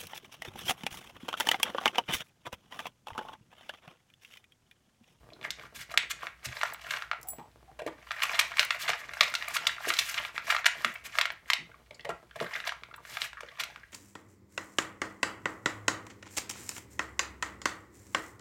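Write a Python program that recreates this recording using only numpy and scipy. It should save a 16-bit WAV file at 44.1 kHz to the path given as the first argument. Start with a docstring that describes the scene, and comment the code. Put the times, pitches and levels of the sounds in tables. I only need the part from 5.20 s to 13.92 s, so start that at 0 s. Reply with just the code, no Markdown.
"""A dog eats dry kibble from a bowl on a mat in a tiled room, over quiet air and a wavering hum (noise, sine).
Lips work, the muzzle nudges bowl and mat, and wet smacks start: clicks and bursts through mouth resonances.
Then pellets crack between the teeth as avalanches of tiny breaks, while the rest rattle, slide and scrape
as clumped clicks. Jaws clop softly; later a collar tag tinkles in decaying sines, crusts tick on the teeth,
the muzzle rubs the bowl with a hollow tone, and mouthfuls go down in smack-clop-smack gulps."""
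import sys
import numpy as np
from scipy import signal
from scipy.fft import rfft, irfft
from scipy.io import wavfile
from scipy.ndimage import uniform_filter1d

SR = 44100
rng = np.random.default_rng(int(sys.argv[2]) if len(sys.argv) > 2 else 0)


def to_wav(sig):
    """Store sig (one row per channel, or 1-D mono) as 16-bit WAV at the path in sys.argv[1].

    Samples outside -1..1 are clipped; the rate is SR.
    """
    pcm = np.clip(np.atleast_2d(sig), -1, 1) * 32767
    pcm = np.round(pcm).astype(np.int16)
    wavfile.write(sys.argv[1], SR, pcm.T)  # frames by channels


N = 384552
GRAIN = 8192         # samples in one burst and in a colouring filter
CUTOFF_HZ = 16100    # top of the sound

# quiet indoor air, its tone: f/Hz, relative level/dB
AIR_SPECTRUM = [(25, -12.5), (45, -1.5), (65, -1), (110, -0.5), (300, -19), (1000, -20), (3000, -20.5),
                (8000, -27), (16000, -32)]
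AIR_DB, HUM_HZ = -66.5, 59.7
# hum level curve: t/s, level/dB
HUM_LEVEL = [(0, -67), (7.5, -66.5), (8.1, -71.5)]
# lips and tongue working, level curve before make-up gain: t/s, level/dB
LIPS_LEVEL = [(0.0, -63.5), (0.27, -71), (2.96, -73), (3.54, -69.5), (8.43, -73.5), (8.72, -76.5)]
# tone of the working lips: f/Hz, relative level/dB
MOUTH_SPECTRUM = [(50, -15.5), (110, 7), (220, -1), (400, -6.5), (750, -8), (1200, -9), (3000, -20)]

# the muzzle digs into the food: peak t/s, rattle level/dB before the mix trim, swell time/s
DIGS = [(0.248, -41, 0.011), (0.424, -48.5, 0.022), (0.717, -38, 0.0074), (1.044, -42.5, 0.022),
        (1.405, -40, 0.072), (1.615, -37, 0.0027), (1.727, -36.5, 0.046), (3.028, -35.5, 0.0091),
        (3.13, -37.5, 0.11), (3.235, -50, 0.015), (3.406, -28.5, .02), (3.53, -38, 0.022),
        (3.69, -36.5, 0.029), (3.79, -41, 0.027), (3.97, -44.5, 0.009), (4.035, -39, 0.041),
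        (4.19, -43, 0.21), (4.31, -33.5, 0.015), (4.357, -38, 0.0041), (4.479, -43.5, 0.034),
        (4.681, -34.5, 0.044), (4.81, -39, 0.012), (4.979, -36, 0.028), (5.051, -38, 0.021),
        (5.165, -40.5, 0.015), (5.315, -31.5, 0.033), (5.39, -37.5, 0.0087), (5.591, -41.5, 0.025),
        (5.669, -42, 0.053), (5.973, -37.5, 0.032), (6.297, -44.5, 0.015), (7.23, -42.5, 0.029),
        (7.358, -39, 0.033), (7.475, -33.5, 0.014), (8.412, -53.5, 0.097)]
# pellets nosed along the bowl: middle t/s, half length/s, hiss level/dB before the mix trim
SCRAPES = [(0.563, 0.011, -51), (0.612, 0.016, -45.5), (0.911, 0.0065, -36), (1.255, 0.0073, -38),
           (3.035, 0.0038, -31), (3.622, 0.017, -39), (4.352, 0.0084, -33), (4.691, 0.0094, -34),
           (4.82, 0.071, -44.5), (4.9, 0.022, -42), (5.861, 0.0093, -42.5), (7.937, 0.045, -49.5),
           (8.035, 0.022, -43.5), (8.408, 0.0079, -39)]
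SETTLE_SHARE = 1.09          # pellets settle in this many swell times
HISS_UNDER_RATTLE_DB = -15   # hiss that a dig brings along
SCRAPE_RATTLE_DB = -2        # rattle that a scrape brings along, relative to its hiss
# tone of loose pellets, also of the wet click in a soft contact: f/Hz, relative level/dB
RATTLE_SPECTRUM = [(300, -40.5), (450, -5.5), (650, -6.5), (1100, -4.5), (2000, 0.5), (3500, -11.5),
                   (5000, -18), (8000, -19.5), (16000, -31.5)]
# tone of sliding crusts: f/Hz, relative level/dB
HISS_SPECTRUM = [(800, -12.5), (2000, 5), (4000, -2), (7000, -4.5), (10500, -10.5), (12500, -7),
                 (16000, -16.5)]

# crumbs break at random, each one stronger the harder the food is stirred
CRUMBS_PER_S, CRUMB_HZ, CRUMB_S = 18, 1790, 0.00036   # pitch is the middle of a spread
CRUMB_OVER_RATTLE_DB, CRUMB_IDLE_DB = -1.5, -57.5

# dull nudges against bowl and mat, before the contact trim: t/s, level/dB, f/Hz, swell time/s
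NUDGES = [(0.091, -61, 226, 0.1), (0.568, -53.5, 93, 0.013), (1.258, -41, 66, 0.016),
          (5.649, -41, 203, 0.0081), (6.381, -52.5, 190, 0.027), (7.215, -39.5, 173, 0.006)]
NUDGE_WET_DB = -22
# small wet smacks of tongue and lips: t/s, level/dB, f/Hz, peeling time/s
SMACKS = [(0.103, -49, 2400, 0.00089), (0.12, -47, 650, 0.00099), (0.134, -45.5, 3850, 0.00093),
          (0.162, -53, 1050, .002), (2.131, -40, 654, 0.00081), (2.6, -38, 1470, 0.0012),
          (2.683, -38, 860, .002), (6.515, -44, 1500, .0014), (6.542, -47.5, 1110, 0.002),
          (6.708, -40, 2250, .0012), (6.744, -52, 4600, 0.0048), (6.794, -41, 2000, 0.0023),
          (6.807, -45, 3340, 0.0012), (6.85, -35, 2020, .0024), (6.894, -39, 1340, 0.011),
          (7.11, -41.5, 1530, 0.00089), (7.192, -39, 1940, 0.001), (7.319, -44, 1880, 0.0024),
          (7.36, -34.5, 1540, 0.0048), (7.44, -34, 1600, 0.0017), (7.711, -41.5, 1363, 0.0019),
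          (7.778, -47.5, 1140, .005), (8.169, -42, 1400, 0.0096), (8.231, -42.5, 1540, .0015),
          (8.285, -42.5, 1800, 0.0031), (8.498, -42.5, 830, .0013), (8.632, -47, 1670, 0.0038)]

# loud breaks of a pellet: t/s, level/dB, f/Hz, nominal crumbling time/s, bright snap level/dB re the break
CRACKS = [(0.212, -42.5, 1880, 0.0011, -30), (0.25, -35.5, 1140, 0.0019, -25),
          (0.305, -25.0, 3060, 0.00096, -8.5), (0.396, -37.5, 1840, 0.00063, -25),
          (0.452, -46.5, 1260, 0.0028, -25), (0.74, -27, 1080, 0.0013, -18),
          (0.775, -8.0, 2100, 0.00072, -15.5), (0.831, -32, 1540, 0.0007, -30),
          (1.03, -33.5, 990, 0.002, -30), (1.069, -24.5, 1440, 0.00056, -38),
          (1.413, -24.5, 1550, 0.0013, -34), (1.432, -16.5, 1230, 0.0011, -18.5),
          (1.456, -35, 1220, 0.0015, -29), (1.545, -35, 1450, 0.0012, -29), (1.667, -34, 1470, 0.001, -39),
          (1.707, -25.5, 1980, 0.0022, -13), (1.737, -22, 1540, 0.00092, -25),
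          (1.771, -26, 1440, 0.00065, -35), (1.822, -25, 1660, 0.00072, -26),
          (1.914, -16, 1480, 0.0006, -38), (1.932, -27.5, 1230, 0.00082, -32),
          (2.908, -24.5, 1464, 0.0013, -32), (2.916, -24.5, 1680, 0.00071, -17),
          (2.994, -32.5, 1680, 0.00084, -23), (3.003, -30.0, 1520, 0.00071, -21),
          (3.02, -23, 2000, 0.0025, -21.5), (3.054, -27, 1560, 0.00072, -16),
          (3.143, -30.5, 1840, 0.0081, -16), (3.191, -15.5, 2110, 0.0037, -8.5),
          (3.211, -20, 1860, 0.00097, -16), (3.317, -30.5, 1280, 0.0011, -23),
          (3.37, -24, 1840, 0.00083, -12), (3.394, -9, 2340, 0.00093, -17.5),
          (3.429, -20.5, 2000, 0.0011, -20), (3.506, -15.5, 1900, 0.0012, -23),
          (3.678, -24.5, 1840, 0.0055, -24.5), (3.691, -22.5, 1970, 0.0012, -9),
          (3.7, -20, 1950, 0.0012, -18), (3.733, -24, 1590, 0.0011, -27),
          (3.935, -31.5, 1520, 0.0018, -14.5), (4.008, -9.5, 2090, 0.0015, -17),
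          (4.03, -24, 2000, 0.0033, -13.5), (4.139, -22.5, 1700, 0.0013, -12),
          (4.151, -21.5, 2580, 0.0016, -14), (4.224, -25.5, 1950, 0.001, -31),
          (4.365, -21, 2100, 0.0029, -13), (4.468, -16.5, 2470, 0.0026, -12),
          (4.702, -18.5, 1920, 0.0021, -32), (4.738, -19.5, 2900, 0.00034, -7),
          (4.768, -26.5, 2720, 0.001, -27), (4.787, -19, 2700, 0.0039, -8),
          (4.942, -29.5, 2170, 0.0021, -10), (4.977, -26, 2030, 0.0022, -26),
          (5.179, -20, 1650, 0.00076, -33), (5.301, -20, 1940, 0.0054, -16.5),
          (5.324, -17, 1230, 0.00062, -21), (5.348, -21.5, 1000, 0.0011, -20),
          (5.364, -20, 1480, 0.0014, -25), (5.444, -26.5, 1480, 0.0017, -29),
          (5.456, -19, 1810, 0.0045, -10.5), (5.463, -11.5, 1860, 0.0014, -12.5),
          (5.646, -13, 1550, 0.00098, -20), (5.953, -31, 1450, 0.0016, -27),
          (5.986, -12.5, 1660, 0.001, -18), (6.012, -15.5, 2140, 0.0013, -16),
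          (6.055, -18, 1840, 0.0008, -20.5), (6.103, -24.5, 1480, 0.00076, -39),
          (6.301, -13.5, 1820, 0.0012, -16.5), (6.333, -15.0, 2280, 0.0015, -16),
          (7.202, -24.5, 1650, 0.00065, -26), (7.402, -27.5, 1630, 0.0006, -22),
          (7.473, -29, 1560, 0.0025, -13), (7.521, -28.5, 1120, 0.0012, -22),
          (7.635, -30.5, 1830, 0.00044, -26), (7.74, -37.5, 1370, 0.0018, -34),
          (7.851, -39, 1450, 0.0012, -25), (7.97, -25, 1550, 0.0012, -20), (8.018, -18, 2360, 0.00057, -18),
          (8.131, -31.5, 1500, 0.00036, -22), (8.206, -34.5, 1400, 0.0015, -12.5),
          (8.396, -30, 2020, 0.0059, -14), (8.436, -27, 1980, 0.0011, -9), (8.56, -32, 1440, 0.00046, -27)]
# resonances of muzzle and bowl, before each break's variation: f/Hz, width/Hz, level/dB
CAVITY = [(673, 190, 6.5), (1010, 250, -0.5), (1350, 150, 7), (2130, 330, -3), (3130, 96, -11.5),
          (3600, 760, -4), (4190, 130, -7)]
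# tone of the bright snap: f/Hz, relative level/dB
SNAP_SPECTRUM = [(2500, -38), (5500, 4), (8000, -1), (10500, -8.5), (13000, -7), (16000, -19)]

# jaws clop shut while chewing, before the contact trim: t/s, level/dB, f/Hz
CLOPS = [(0.741, -32, 756), (1.031, -32, 730), (2.618, -31, 507), (3.691, -24, 690), (4.01, -22, 900),
         (4.67, -27.5, 467), (6.708, -43, 560), (8.231, -36.5, 640)]
CLOP_S, CLOP_WET_DB = 0.0023, -9.5

# the tag touches the collar ring: t/s, level/dB, factor on the ringing time (fur damps it)
TAG_TOUCHES = [(1.536, -35, 0.11), (2.072, -46, 1.15), (2.086, -28, 0.31), (2.103, -33, 0.56),
               (5.74, -45, 0.13), (6.119, -51, 0.18), (7.762, -46, 0.12)]
# modes of the tag: f/Hz, mean level/dB, t60/s before that factor
TAG_MODES = [(7770, -10, .4), (10705, -5, .2), (14802, -3, .26)]

# a hard crust clicks against a tooth: t/s, level/dB
TOOTH_TICKS = [(2.014, -46), (2.03, -38), (3.449, -31.5), (4.284, -31)]
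# the muzzle rubs along the bowl: t/s, level/dB, f/Hz, swell time/s
RUBS = [(2.029, -52, 755, 0.045), (2.181, -46.5, 860, 0.03), (2.475, -52.5, 755, 0.022),
        (2.59, -42, 637, 0.012), (6.85, -41, 584, 0.029)]

# swallowing a mouthful, before the contact trim: lips part t/s, jaws close t/s, level/dB, f/Hz
GULPS = [(2.13, 2.182, -41, 252), (2.59, 2.663, -26, 350), (6.847, 6.89, -26, 534),
         (7.157, 7.209, -25.5, 417)]
GULP_CLOSE_S = 0.0035   # the jaws close more slowly on a mouthful
# wet smacks before and after the jaws close, levels relative to the gulp
SMACK_HZ, SMACK_DB, SMACK_S, SMACK_WET_DB = 684, -12.5, 0.0051, -2
AFTER_S, AFTER_HZ, AFTER_DB, AFTER_LENGTH_S = 0.011, 930, -11.5, 0.0049

# the room's tail: f/Hz, t60/s, level/dB
ROOM_TAIL = [(154.6, 0.13, 3), (716, 0.26, -6), (1850, 0.29, -6), (4950, 0.26, -9.5), (9670, 0.23, -8),
             (15900, 0.24, -25)]


def from_db(db):
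    """Decibels to gain."""
    return 10 ** (np.asarray(db) / 20)


def unit(x):
    """Scale to energy 1."""
    return x / np.sqrt(np.sum(x ** 2) + 1e-20)


def rms_one(x):
    """Scale to rms 1."""
    return unit(x) * np.sqrt(len(x))


def level_curve(rows):
    """Draw straight lines through a level table, one value per sample."""
    t, level_db = np.transpose(rows)
    return np.interp(np.arange(N) / SR, t, level_db)


def at_hz(points, hz, column=1):
    """Read a table on a log-frequency axis."""
    points = np.array(points)
    return np.interp(np.log(hz + 1), np.log(points[:, 0]), points[:, column])


def add(out, s, sound):
    """Mix a sound in at a time."""
    i = max(0, round(s * SR))
    out[i:i + len(sound)] += sound[:N - i]


def colour(x, spectrum):
    """Give a sound a spectrum with a causal, minimum-phase filter, so attacks stay sharp."""
    gain = from_db(at_hz(spectrum, np.fft.rfftfreq(GRAIN, 1 / SR)))
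    cepstrum = irfft(np.log(gain))
    # folding the cepstrum onto positive time makes the phase minimal
    cepstrum[1:GRAIN // 2] *= 2
    cepstrum[GRAIN // 2 + 1:] = 0
    impulse = irfft(np.exp(rfft(cepstrum)))
    return signal.fftconvolve(x, impulse)[:len(x)]


def band_pass(x, low, high):
    """Keep one band."""
    return signal.sosfilt(signal.butter(2, [low, high], "band", fs=SR, output="sos"), x)


def resonate(x, hz, width):
    """Ring one damped resonance with gain 1 on top."""
    r = np.exp(-np.pi * width / SR)
    feed = np.array([1, 0, -1]) * (1 - r * r) / 2
    feedback = [1, -2 * r * np.cos(2 * np.pi * hz / SR), r * r]
    return signal.lfilter(feed, feedback, x + 1e-18)


def ring_twice(x, hz, first_width, second_width):
    """Pass a sound through two resonances at one pitch."""
    return resonate(resonate(x, hz, first_width), hz, second_width)


def clicks(size, per_s, spread_db):
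    """Random clicks of uneven strength and either sign."""
    strength = from_db(spread_db * np.minimum(rng.exponential(1, size), 4))
    sign = rng.choice([-1, 1], size)
    return strength * sign * (rng.random(size) < per_s / SR)


def clumps(depth_db, per_s):
    """A gain that wanders in random steps joined by straight lines; rms 1."""
    knots = np.clip(rng.standard_normal(N // 40), -2, 2)
    wander = np.interp(np.arange(N) / SR * per_s, np.arange(len(knots)), knots)
    return rms_one(from_db(depth_db * wander))


def fracture(crumble_s, spread_db=4.5):
    """A quick avalanche of tiny breaks, a few much stronger than the rest, that swells and dies away."""
    age = 1.5 * np.arange(GRAIN) / SR / max(crumble_s, 1 / 1500)
    return clicks(GRAIN, per_s=17000, spread_db=spread_db) * age * np.exp(-age)


def evened(burst):
    """Spread a burst's energy evenly over all pitches, keeping its attack and grain."""
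    power = uniform_filter1d(np.abs(rfft(unit(burst))) ** 2, size=160)
    hz = np.fft.rfftfreq(GRAIN, 1 / SR) + 1
    inverse_db = -10 * np.log10(np.abs(power) + 1e-6)
    return unit(colour(burst, np.c_[hz, inverse_db]))


def soft_contact(s, db, hz, close_s, wet_db, width_share=1.0, flesh_db=-15, flesh_hz=175, trim_db=-1.0):
    """Soft flesh meets a surface: one push rings a hollow clop and a dull thud, with a wet click."""
    out, push = np.zeros(N), fracture(close_s)
    clop = unit(ring_twice(push, hz, width_share * hz, hz))
    thud = from_db(flesh_db) * unit(ring_twice(push, flesh_hz, flesh_hz / 2, flesh_hz))
    click = from_db(wet_db) * unit(colour(push, RATTLE_SPECTRUM))
    add(out, s, from_db(db + trim_db) * np.sqrt(close_s * SR) * (clop + thud + click))
    return out


def background(waver_db=5.5):
    """Coloured noise for quiet indoor air, and a low sine hum that wavers."""
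    air = rms_one(colour(rng.standard_normal(N), AIR_SPECTRUM))
    tone = np.sqrt(2) * np.sin(2 * np.pi * HUM_HZ * np.arange(N) / SR)
    hum = tone * clumps(waver_db, per_s=17)
    return from_db(AIR_DB) * air + from_db(level_curve(HUM_LEVEL)) * hum


def lips(gain_db=6.5):
    """Small soft smacks: random clicks ring one broad mouth resonance."""
    soft = resonate(clicks(N, per_s=290, spread_db=7.5), 400, 940)
    return from_db(level_curve(LIPS_LEVEL) + gain_db) * rms_one(colour(soft, MOUTH_SPECTRUM))


def stirring(idle_db=-76, swell_shape=1.54):
    """Rattle and hiss gains: digs swell and settle, scrapes pass, and either brings some of the other."""
    t = np.arange(N) / SR
    dig_power, scrape_power = np.zeros(N), np.zeros(N)
    for s, db, swell_s in DIGS:
        near = np.abs(t - s) < 6 * swell_s
        age = (t[near] - s) / swell_s
        distance = np.maximum(-age, age / SETTLE_SHARE)   # rise and fall have their own pace
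        dig_power[near] += from_db(db) ** 2 * np.exp(-distance ** swell_shape)
    for s, half_s, db in SCRAPES:
        near = np.abs(t - s) < 3 * half_s
        scrape_power[near] += from_db(db) ** 2 * np.exp(-((t[near] - s) / half_s) ** 2)
    rattle_power = dig_power + scrape_power * from_db(SCRAPE_RATTLE_DB) ** 2 + from_db(idle_db) ** 2
    hiss_power = scrape_power + dig_power * from_db(HISS_UNDER_RATTLE_DB) ** 2
    return np.sqrt(rattle_power), np.sqrt(hiss_power)


def rattle(width_share=0.15, rub_db=-21):
    """Loose pellets of many sizes tick against each other in little flurries, over a soft rubbing."""
    flurry = clumps(depth_db=6.5, per_s=170)
    ticks = np.zeros(N)
    for hz in np.geomspace(600, 6000, num=18):   # one pitch per pellet size
        hits = flurry * clicks(N, per_s=55, spread_db=3.0)
        ticks += ring_twice(hits, hz, width_share * hz, hz)
    rub = from_db(rub_db) * flurry * rng.standard_normal(N)
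    return rms_one(colour(rms_one(ticks) + rub, RATTLE_SPECTRUM))


def sliding(flicker_db=2.0):
    """Rough crusts scrape past each other; coarse and fine grit catch at different moments."""
    edges = np.geomspace(1000, 17000, num=9)
    grit = np.zeros(N)
    for low, high in zip(edges, edges[1:]):
        catches = band_pass(clicks(N, per_s=4500, spread_db=3.5), low, high)
        grit += catches * clumps(flicker_db, per_s=140)
    return rms_one(colour(grit * clumps(depth_db=2.5, per_s=140), HISS_SPECTRUM))


def digging(rattle_gain, hiss_gain, rattle_trim_db=-0.5, hiss_trim_db=3.5):
    """Loose pellets rattle and slide with a fine, dry hiss, each riding its stirring gain."""
    pellets = from_db(rattle_trim_db) * rattle_gain * rattle()
    return pellets + from_db(hiss_trim_db) * hiss_gain * sliding()


def crumbs(rattle_gain, spread_db=0.5, pitch_spread=0.57, snap_db=-18):
    """Small breaks at uneven moments, as rows like those of the loud ones, led by the stirring."""
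    slots = np.arange(0, N / SR, 1 / CRUMBS_PER_S)[:-1]
    delay, size, pitch = rng.uniform(-1.4, 1, (len(slots), 3)).T
    times = slots + np.abs(delay) / CRUMBS_PER_S
    stirred = np.interp(times * SR, np.arange(N), rattle_gain)
    gain = stirred * from_db(CRUMB_OVER_RATTLE_DB) + from_db(CRUMB_IDLE_DB)
    level_db = 20 * np.log10(gain) + spread_db * size
    hz = CRUMB_HZ * np.exp(pitch_spread * pitch)
    return [(s, db, f, CRUMB_S, snap_db) for s, db, f in zip(times, level_db, hz)]


def nudges():
    """The muzzle nudges bowl and mat in slow, dull soft contacts."""
    return sum(soft_contact(s, db, hz, swell_s, NUDGE_WET_DB) for s, db, hz, swell_s in NUDGES)


def smacks(width_share=0.14, upper_ratio=1.38, upper_db=-5, gape_spread=0.21):
    """A film of saliva peels apart and rings two resonances of the mouth, spaced differently each time."""
    out = np.zeros(N)
    for s, db, hz, peel_s in SMACKS:
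        film = evened(fracture(peel_s))
        upper_hz = hz * upper_ratio * np.exp(gape_spread * rng.standard_normal())
        lower = unit(ring_twice(film, hz, width_share * hz, hz / 2))
        upper = unit(ring_twice(film, upper_hz, width_share * upper_hz, upper_hz / 2))
        add(out, s, from_db(db) * np.sqrt(peel_s * SR) * (lower + from_db(upper_db) * upper))
    return out


def in_cavity(pellet, gape_shift=0.046, mode_spread_db=3.5):
    """Add the resonances of muzzle and bowl, whose shape changes with every bite."""
    body = pellet.copy()
    for hz, width, mode_db in CAVITY:
        shift, strength = rng.standard_normal(2)
        mode = resonate(pellet, hz * np.exp(gape_shift * shift), width)
        body += mode * from_db(mode_db + mode_spread_db * strength)
    return body


def cracks(breaks, split_s=0.00018, width_share=0.89, splinter_s=0.0015, lowest_hz=480, highest_hz=6500):
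    """Each break is an avalanche that rings at the pellet's pitch, then in the muzzle and bowl."""
    out = np.zeros(N)
    for s, db, hz, crumble_s, snap_db in breaks:
        burst = unit(fracture(crumble_s, spread_db=3.0))
        # the pellet splits in two with a click; the quicker the break, the more it stands out
        add(burst, crumble_s / 2, np.sqrt([split_s / crumble_s]))
        pellet = ring_twice(evened(burst), hz, width_share * hz, 2 * hz)
        body = unit(band_pass(in_cavity(pellet), lowest_hz, highest_hz))
        # fine splinters keep breaking a little longer and give the bright snap
        splinters = unit(colour(fracture(crumble_s + splinter_s), SNAP_SPECTRUM))
        snap = from_db(snap_db) * splinters
        add(out, s, from_db(db) * np.sqrt(np.e / 2 * crumble_s * SR) * (body + snap))
    return out


def clops():
    """The jaws clop shut while chewing, as quick soft contacts."""
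    return sum(soft_contact(s, db, hz, CLOP_S, CLOP_WET_DB, width_share=0.87, flesh_db=-23.0)
               for s, db, hz in CLOPS)


def tag(tick_db=-11):
    """Each touch gives a thin tick and sets the small metal plate ringing in decaying sines."""
    out, t = np.zeros(N), np.arange(SR // 2) / SR
    for s, db, share in TAG_TOUCHES:
        for hz, mode_db, t60 in TAG_MODES:
            start_db = db + mode_db + 2.5 * rng.standard_normal()
            ring = from_db(start_db - 60 * t / (t60 * share)) * np.sin(2 * np.pi * hz * t)
            add(out, s, ring)
        tick = unit(band_pass(fracture(0.002), 8000, 13000))
        add(out, s, from_db(db + tick_db) * 10 * tick)
    return out


def tooth_ticks(contact_s=0.00072, low_hz=5500):
    """Thin, bright clicks at the front teeth, too far forward to ring the muzzle."""
    out = np.zeros(N)
    for s, db in TOOTH_TICKS:
        tick = unit(band_pass(fracture(contact_s), low_hz, CUTOFF_HZ))
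        add(out, s, from_db(db) * np.sqrt(contact_s * SR) * tick)
    return out


def rubs(width_share=0.11):
    """Many tiny slips feed one narrow resonance of the space between muzzle and bowl."""
    out = np.zeros(N)
    for s, db, hz, swell_s in RUBS:
        tone = unit(ring_twice(fracture(swell_s), hz, width_share * hz, hz / 2))
        add(out, s, from_db(db) * np.sqrt(swell_s * SR) * tone)
    return out


def gulps():
    """Every gulp runs the same way: the lips part with a smack, the jaws clop shut, the tongue smacks."""
    out = np.zeros(N)
    for part_s, shut_s, db, hz in GULPS:
        out += soft_contact(part_s, db + SMACK_DB, SMACK_HZ, SMACK_S, SMACK_WET_DB)
        out += soft_contact(shut_s, db, hz, GULP_CLOSE_S, CLOP_WET_DB)
        out += soft_contact(shut_s + AFTER_S, db + AFTER_DB, AFTER_HZ, AFTER_LENGTH_S, SMACK_WET_DB)
    return out


def room(x, echo_s=0.001748, echo_db=-11.0, bounce_s=0.0036, bounce_db=-10):
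    """A clean echo off the tiles, a scattered one off nearby things, then a tail dying band by band."""
    t = np.arange(SR // 2) / SR
    response = np.r_[1, np.zeros(N - 1)]   # the direct sound
    add(response, echo_s, from_db([echo_db]))
    add(response, bounce_s, from_db(bounce_db) * evened(fracture(0.00067)))
    edges = np.r_[110, 230, np.geomspace(400, 17000, num=14)]
    for low, high in zip(edges, edges[1:]):
        hz = np.sqrt(low * high)
        decay = from_db(-60 * t / at_hz(ROOM_TAIL, hz))
        tail = unit(band_pass(rng.standard_normal(len(t)) * decay, low, high))
        band_share = np.sqrt(2 * (high - low) / SR)
        add(response, bounce_s, from_db(at_hz(ROOM_TAIL, hz, column=2)) * band_share * tail)
    return signal.fftconvolve(x, response[:len(t)])[:N]


def scene():
    """The meal in its room; rubs, tag and background stay outside the room's echoes."""
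    rattle_gain, hiss_gain = stirring()
    food = digging(rattle_gain, hiss_gain) + cracks(crumbs(rattle_gain)) + cracks(CRACKS)
    muzzle = lips() + nudges() + smacks() + clops() + tooth_ticks() + gulps()
    return (room(food + muzzle) + rubs() + tag() + background())[None]


def record(dry, low_cut_hz=45):
    """The microphone sheds the deep bass, and the top is cut steeply."""
    thinned = signal.sosfilt(signal.butter(3, low_cut_hz, "high", fs=SR, output="sos"), dry)
    return signal.sosfilt(signal.ellip(10, .3, 70, CUTOFF_HZ, fs=SR, output="sos"), thinned)


dry = scene()
out = record(dry)
to_wav(out)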